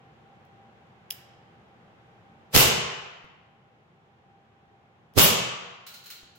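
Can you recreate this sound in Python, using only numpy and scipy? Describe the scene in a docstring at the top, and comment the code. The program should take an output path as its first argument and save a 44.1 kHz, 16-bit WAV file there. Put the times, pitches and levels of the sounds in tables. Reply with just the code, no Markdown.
"""A gas airsoft pistol is fired through a hand-held chronograph in a hard, ringing room, close to a phone.
A fan hums over room tone throughout: wandering sines and coloured noise. The trigger clicks first: ticks and rubs
ring steel resonances. At 2.55 s and 5.18 s come the shots: noise jets, slide blows that ring, puffs on the microphone
and decaying room sines. Knocks follow each; after the second the mechanism scrapes (noise bursts) and its latch clicks.
Sources excite decaying-noise echoes; the phone's gain drops on loud sound and slowly recovers."""
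import sys
import numpy as np
from scipy import signal
from scipy.fft import rfft, irfft, next_fast_len
from scipy.io import wavfile
from scipy.ndimage import uniform_filter1d, map_coordinates

SR = 44100
rng = np.random.default_rng(int(sys.argv[2]) if len(sys.argv) > 2 else 0)


def dump_mix(stems):
    """Bounce the given channels to the path in sys.argv[1] as a 16-bit WAV at rate SR."""
    frames = np.atleast_2d(stems).T  # one column per channel
    limited = np.clip(frames, -1, 1)  # hard clip at full scale
    pcm = np.round(limited * 32767).astype(np.int16)
    wavfile.write(sys.argv[1], SR, pcm)


N = 281490
TIME = np.arange(N) / SR  # s

# Shots: valve fully open t/s, relative jet level/dB, open time/s, breech delay/s,
# relative breech hiss level/dB, relative boom level/dB
SHOTS = [(2.551, -12.5, 0.068, 0.044, -14, -1), (5.18, -13.5, 0.087, .054, -8, -7)]
# Left-right likeness of diffuse sound: f/Hz, likeness/1
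ROOM_ALIKE = [(100, .88), (300, .3), (700, .15), (1500, .03), (16000, 0)]


def shots(ring_db=-14, wet_db=-1):
    """Gas hisses out while the slide slams back and forward and rings."""
    # Blows of valve and slide: t/s, relative level/dB
    blows = [(2.551, -8.5), (2.562, 1), (2.5695, -17), (2.576, -1.5), (2.607, -6.5), (5.179, -14),
             (5.1862, -1.5), (5.1942, -0.5), (5.2015, -5), (5.222, -14.5), (5.243, -12.5)]
    # Spectrum of jet and blows: f/Hz, relative level per Hz/dB
    gas = [(20, -10), (60, -3.5), (136, 1), (300, -6.5), (460, 1), (680, -3), (1300, -3), (1900, -6),
           (2800, -2.5), (4860, -4), (7000, -7), (9200, -11.5), (12500, -6), (15600, -10.5)]
    # Spectrum of breech hiss: f/Hz, relative level per Hz/dB
    hiss = [(4000, -31), (9000, -9.5), (12000, 1), (15500, 0)]
    # Slide modes: f/Hz, relative level/dB, t60/s
    steel_modes = [(2947, -18.5, 0.12), (3114, -7, .15), (3226, -8.5, 0.15), (3790, -9.5, .12),
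                   (7830, -3.5, .1), (13900, 0, .07), (14500, 2, .07), (15570, 6, 0.064)]
    blow_t60_s = 0.016

    jet = jet_level() * noise(gas)
    cracks = strikes(blows, blow_t60_s) * noise(gas)
    report = blend(jet + cracks, ROOM_ALIKE) + breech_level() * noise(hiss)
    report = report + amp(ring_db) * ringing(report, steel_modes)
    # each shot has its own draw of diffuse echoes
    halves = [TIME < TIME[-1] / 2, TIME >= TIME[-1] / 2]
    echoes = sum(room(report * half) for half in halves)
    return report + amp(wet_db) * echoes


def jet_level():
    """The gas flow rises fast, holds while the valve is open and drains more slowly."""
    rise_db_per_s, release_db_per_s = 1452.5, 267
    level = np.zeros(N)
    for open_s, db, hold_s, *_ in SHOTS:
        before_s = np.maximum(open_s - TIME, 0)
        after_s = np.maximum(TIME - open_s - hold_s, 0)
        level += amp(db - rise_db_per_s * before_s - release_db_per_s * after_s)
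    return level


def breech_level():
    """A thin hiss swells and fades as the slide uncovers the breech."""
    half_s = 0.022  # centre to 1/e
    return sum(amp(db) * np.exp(-((TIME - open_s - delay_s) / half_s) ** 2)
               for open_s, _, _, delay_s, db, _ in SHOTS)


def boom():
    """Each shot sets the room's standing waves swinging; they build up and hum on, alike at both ports."""
    # Standing waves: f/Hz, relative level/dB, t60/s
    standing_waves = [(78, -27.5, .6), (126.7, -23, .85), (154.3, -25.5, .9), (212, -27.5, 0.54),
                      (378, -34.5, 1.2), (784, -42.5, 1.1), (1095, -38.5, 1.4)]
    delay_s, build_s = 0.02, 0.031  # blast crosses the room; waves swell

    out = np.zeros(N)
    for open_s, *_, boom_db in SHOTS:
        t = np.maximum(TIME - open_s - delay_s, 0)
        waves = sum(amp(db - 60 * t / t60) * np.sin(2 * np.pi * (hz * t + rng.random()))
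                    for hz, db, t60 in standing_waves)
        out += amp(boom_db) * waves * (1 - np.exp(-t / build_s))
    return out


def puffs(eddy_db=-9, spread=3.5, wet_db=-12):
    """Each puff is a quick suction, a slow rebound and a swirl of eddies, mostly on the right port."""
    # Gas striking the ports: t/s, relative level/dB, time scale/s
    gusts = [(2.545, -18, 0.00033), (2.556, -11.5, 0.0014), (2.567, -3, 0.001), (5.16, -30.5, 0.0026),
             (5.171, -10.5, 0.0014), (5.1785, -1.5, 0.0011), (5.1809, -5, 0.0012), (5.192, -12, 0.00044)]
    # Turbulence spectrum: f/Hz, relative level per Hz/dB
    eddy_spectrum = [(20, -2), (70, 1.5), (200, -1.5), (450, -3), (900, -15), (2500, -33), (16000, -71)]
    left_db = -20.5  # sheltered port

    out, eddies = np.zeros((2, N)), noise(eddy_spectrum)
    for start_s, db, scale_s in gusts:
        u = np.maximum(TIME - start_s, 0) / scale_s
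        pressure = u * (u - 2) * np.exp(1 - u)
        swirl = amp(eddy_db) * np.exp(-((TIME - start_s) / (spread * scale_s)) ** 2) * eddies
        out += amp([[db + left_db], [db]]) * (pressure + swirl)
    return out + amp(wet_db) * room(out.mean(axis=0, keepdims=True))


def trigger(tick_db=-3, rub_db=-6, rub_t60_s=0.005, rub_rise_s=0.0004,
            near_db=-10, wet_db=-20, rasp_db=-17, low_hz=1200):
    """Trigger, sear and latch snap: ticks and rubs ring steel in step; a broader rasp radiates into the room."""
    # Steel contacts of trigger, sear and latch: t/s, relative level/dB
    contacts = [(.452, -44), (1.105, -8.5), (1.108, -0.5), (5.138, -31.5), (6.103, -12.5), (6.108, -15)]
    # Resonances of these parts: f/Hz, width/Hz, relative level/dB
    steel_modes = [(3030, 600, 3), (5200, 750, 2.5), (9800, 1100, -2.5), (12570, 760, 3), (14900, 1300, -3)]
    # Rub spectrum reaching the room: f/Hz, relative level per Hz/dB
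    rasp_spectrum = [(800, -26), (1800, -3.5), (3000, -8), (4000, -2.5), (5000, -6), (7500, -15.5),
                     (12500, -3.5), (16000, 0)]

    ticks = np.zeros(N)
    for t_s, db in contacts:
        ticks[round(t_s * SR)] += amp(db + tick_db)
    rub = strikes(contacts, rub_t60_s, rub_rise_s)
    excitation = ticks + amp(rub_db) * rub * rng.standard_normal((2, N))

    def steel(hz):
        """In-step resonances behind a second-order high-pass."""
        modes = sum(resonances([mode], hz) for mode in steel_modes)
        return modes * (1j * hz / (low_hz + 1j * hz)) ** 2

    click = filtered(excitation, steel)
    rasp = rub * noise(rasp_spectrum)
    return click + amp(near_db) * nearby(click) + room(amp(wet_db) * click + amp(rasp_db) * rasp)


def nearby(x, span_s=0.017):
    """The table and the hands scatter a dense cluster of early echoes."""
    t = TIME[:SR // 10]
    cluster = rng.standard_normal((2, len(t))) * (t / span_s) * np.exp(-(t / span_s) ** 4)
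    return signal.fftconvolve(x, cluster / np.linalg.norm(cluster[0]), axes=1)[:, :N]


def handling(rise_s=0.0025, spring_t60_s=0.43, tick_db=3, tick_t60_s=0.014, wet_db=-3):
    """Metal parts tick and scrape as they catch, a spring buzzes on, the hand bumps the case."""
    # Mechanism sliding and catching: t/s, relative level/dB
    catches = [(5.865, -34), (5.938, -39), (6.038, -45.5), (6.058, -40.5), (6.102, -35), (6.352, -51.5)]
    # Hand on the plastic case: t/s, relative level/dB
    knocks = [(3.243, -39), (6.231, -37)]
    # Scrape spectrum: f/Hz, relative level per Hz/dB
    scrape_spectrum = [(500, -31), (1400, -10), (2800, -6.5), (4500, -9.5), (7000, -10), (9000, -16),
                       (12000, -12), (14400, -11), (15800, -5.5)]
    # Spring resonances: f/Hz, width/Hz, relative level/dB
    spring_modes = [(1430, 60, -7), (4130, 320, -3.5)]
    # Case spectrum: f/Hz, relative level per Hz/dB
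    case_spectrum = [(20, 2), (120, -22), (500, -19), (1500, -30), (6000, -53), (16000, -50)]
    catch_t60_s, knock_t60_s = 0.25, 0.024
    spring_db = -7.5  # re catch level

    scrape_level = strikes(catches, catch_t60_s, rise_s)
    tick_level = amp(tick_db) * strikes(catches, tick_t60_s, rise_s)
    scrape = (scrape_level + tick_level) * noise(scrape_spectrum)
    spring = amp(spring_db) * strikes(catches, spring_t60_s, rise_s) * band_noise(spring_modes)
    thuds = strikes(knocks, knock_t60_s) * blend(noise(case_spectrum), ROOM_ALIKE)
    dry = scrape + spring + thuds
    return dry + amp(wet_db) * room(dry)


def room(x, build_s=0.0051):
    """Diffuse echoes build up, swell at the room's resonances and die fastest in the treble."""
    # Decay: f/Hz, t60/s
    decay_t60 = [(60, 0.48), (150, .9), (260, 0.7), (600, 1.07), (1100, 1.276), (1800, 1.24), (2850, 1.065),
                 (3600, 0.96), (5200, 0.78), (7000, .7), (9000, 0.47), (15000, 0.2)]
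    # Echo colour: f/Hz, relative level/dB
    echo_gain = [(40, -15), (130, -1), (280, 0.5), (420, 1.5), (700, -1), (1100, -1.5), (1700, -2),
                 (2900, -0.5), (4200, -3), (7000, 2), (9500, -1), (15000, 4)]
    # Room resonances: f/Hz, width/Hz, relative level/dB
    room_modes = [(76, 12.04, 5.5), (140.3, 13, 2.5), (158, 20, 5.5), (228, 39, -3.5), (390, 31, 0),
                  (1110, 73, -4), (2900, 480, -3)]

    colour = lambda hz: amp(along(echo_gain, hz)) * (1 + np.abs(resonances(room_modes, hz)))
    coloured = filtered(rng.standard_normal((2, 2 * SR)), colour)
    hz, t, bins = signal.stft(coloured, SR, nperseg=512)
    decay = amp(-60 * t / along(decay_t60, hz)[:, None])
    tail = signal.istft(bins * decay, SR, nperseg=512)[1]
    tail = blend(tail * (1 - np.exp(-TIME[:tail.shape[1]] / build_s)), ROOM_ALIKE)
    return signal.fftconvolve(x, tail / np.linalg.norm(tail[0]), axes=1)[:, :N]


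def fan(air_db=-56.0, drift=0.0017, flutter_db=4.0):
    """Steady room tone and the thin tones of a fan whose speed wanders a little."""
    # Fan tones: mean f/Hz, relative level/dB
    fan_tones = [(113, -77), (226, -73), (790.5, -67)]
    # Room tone spectrum: f/Hz, relative level per Hz/dB
    air_spectrum = [(25, -26), (55, -18.5), (82, -7), (117, -0.5), (200, -4), (270, -13), (380, -8),
                    (640, -12), (790, -6), (930, -12.5), (1500, -16), (3250, -24), (4500, -34.5),
                    (7300, -41), (8400, -49), (16000, -56)]
    # Room tone left-right likeness: f/Hz, likeness/1
    air_alike = [(60, 0.86), (180, 0.92), (550, 0.62), (1650, -0.26), (4970, -0.15), (15000, 0.33)]

    warped_s = np.cumsum(1 + drift * wobble(6)) / SR
    tones = sum(amp(db + flutter_db * wobble(9)) * np.sqrt(2) * np.sin(2 * np.pi * hz * warped_s)
                for hz, db in fan_tones)
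    return blend(amp(air_db) * noise(air_spectrum), air_alike) + tones


def strikes(rows, t60_s, rise_s=0.00015):
    """Envelope of (t/s, level/dB) contacts that rise quickly and die away."""
    out, t = np.zeros(N + SR), TIME[:SR]
    for start_s, db in rows:
        out[round(start_s * SR):][:SR] += amp(db - 60 * t / t60_s) * (1 - np.exp(-t / rise_s))
    return out[:N]


def ringing(x, modes):
    """x rings metal modes, which reach each port with their own phase."""
    t = TIME[:SR]
    ring = sum(amp(db - 60 * t / t60) * np.sin(2 * np.pi * (hz * t + rng.random((2, 1))))
               for hz, db, t60 in modes)
    return signal.fftconvolve(x, ring / np.linalg.norm(ring[0]), axes=1)[:, :N]


def resonances(modes, hz):
    """Response of (f/Hz, width/Hz, level/dB) resonances; neighbours swing in opposite directions."""
    return sum((-1) ** k * amp(db) * 1j * hz * width / (centre ** 2 - hz * hz + 1j * hz * width)
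               for k, (centre, width, db) in enumerate(modes))


def blend(pair, alike):
    """Mix two unrelated signals to a left-right likeness by frequency."""
    turn = lambda hz: np.arccos(np.clip(along(alike, hz), -1, 1)) / 2
    mid, side = filtered(pair, lambda hz: np.array([np.cos(turn(hz)), np.sin(turn(hz))]))
    return np.array([mid + side, mid - side])


def noise(spectrum):
    """Two unrelated coloured noises of rms 1."""
    return unit(filtered(rng.standard_normal((2, N)), lambda hz: amp(along(spectrum, hz))))


def band_noise(modes):
    """Two unrelated noises of rms 1 in broad resonances."""
    return unit(filtered(rng.standard_normal((2, N)), lambda hz: resonances(modes, hz)))


def wobble(knots_per_s):
    """A smooth random curve through normal-distributed knots."""
    knots = rng.standard_normal(int(TIME[-1] * knots_per_s) + 4)
    return map_coordinates(knots, [TIME * knots_per_s])


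def filtered(x, response):
    """x times a response of frequency, zero-padded."""
    size = x.shape[-1]
    m = next_fast_len(size + SR // 2)
    return irfft(rfft(x, m) * response(np.fft.rfftfreq(m, 1 / SR)), m)[..., :size]


def along(points, hz):
    """(f/Hz, value) points read on a log frequency axis."""
    f, v = np.transpose(points)
    return np.interp(np.log(hz + 1), np.log(f + 1), v)


def amp(db):
    """Decibels to gain."""
    return 10 ** (np.asarray(db) / 20)


def unit(x):
    """Scale to rms 1."""
    return x / np.sqrt(np.mean(x ** 2) + 1e-20)


def scene():
    """Everything that reaches the two microphone ports."""
    return shots() + boom() + puffs() + trigger() + handling() + fan()


def gain_control(x, threshold_db=-12, recover_db_per_s=0.29):
    """Loud sound turns the gain down at once; it creeps back steadily."""
    power = uniform_filter1d(np.mean(x ** 2, axis=0), size=SR // 40)  # 25 ms mean
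    level_db = 10 * np.log10(np.abs(power) + 1e-12)
    excess_db = np.maximum(level_db - threshold_db, 0)
    creep_db = recover_db_per_s * TIME
    return x * amp(creep_db - np.maximum.accumulate(excess_db + creep_db))


def record(dry):
    """The phone ducks, clips at full scale and cuts off the top of the band."""
    top_hz, edge_hz = 15950, 50
    clipped = np.clip(gain_control(dry), -1, 1)
    return filtered(clipped, lambda hz: (1 - np.tanh((hz - top_hz) / edge_hz)) / 2)


dry = scene()
out = record(dry)
dump_mix(out)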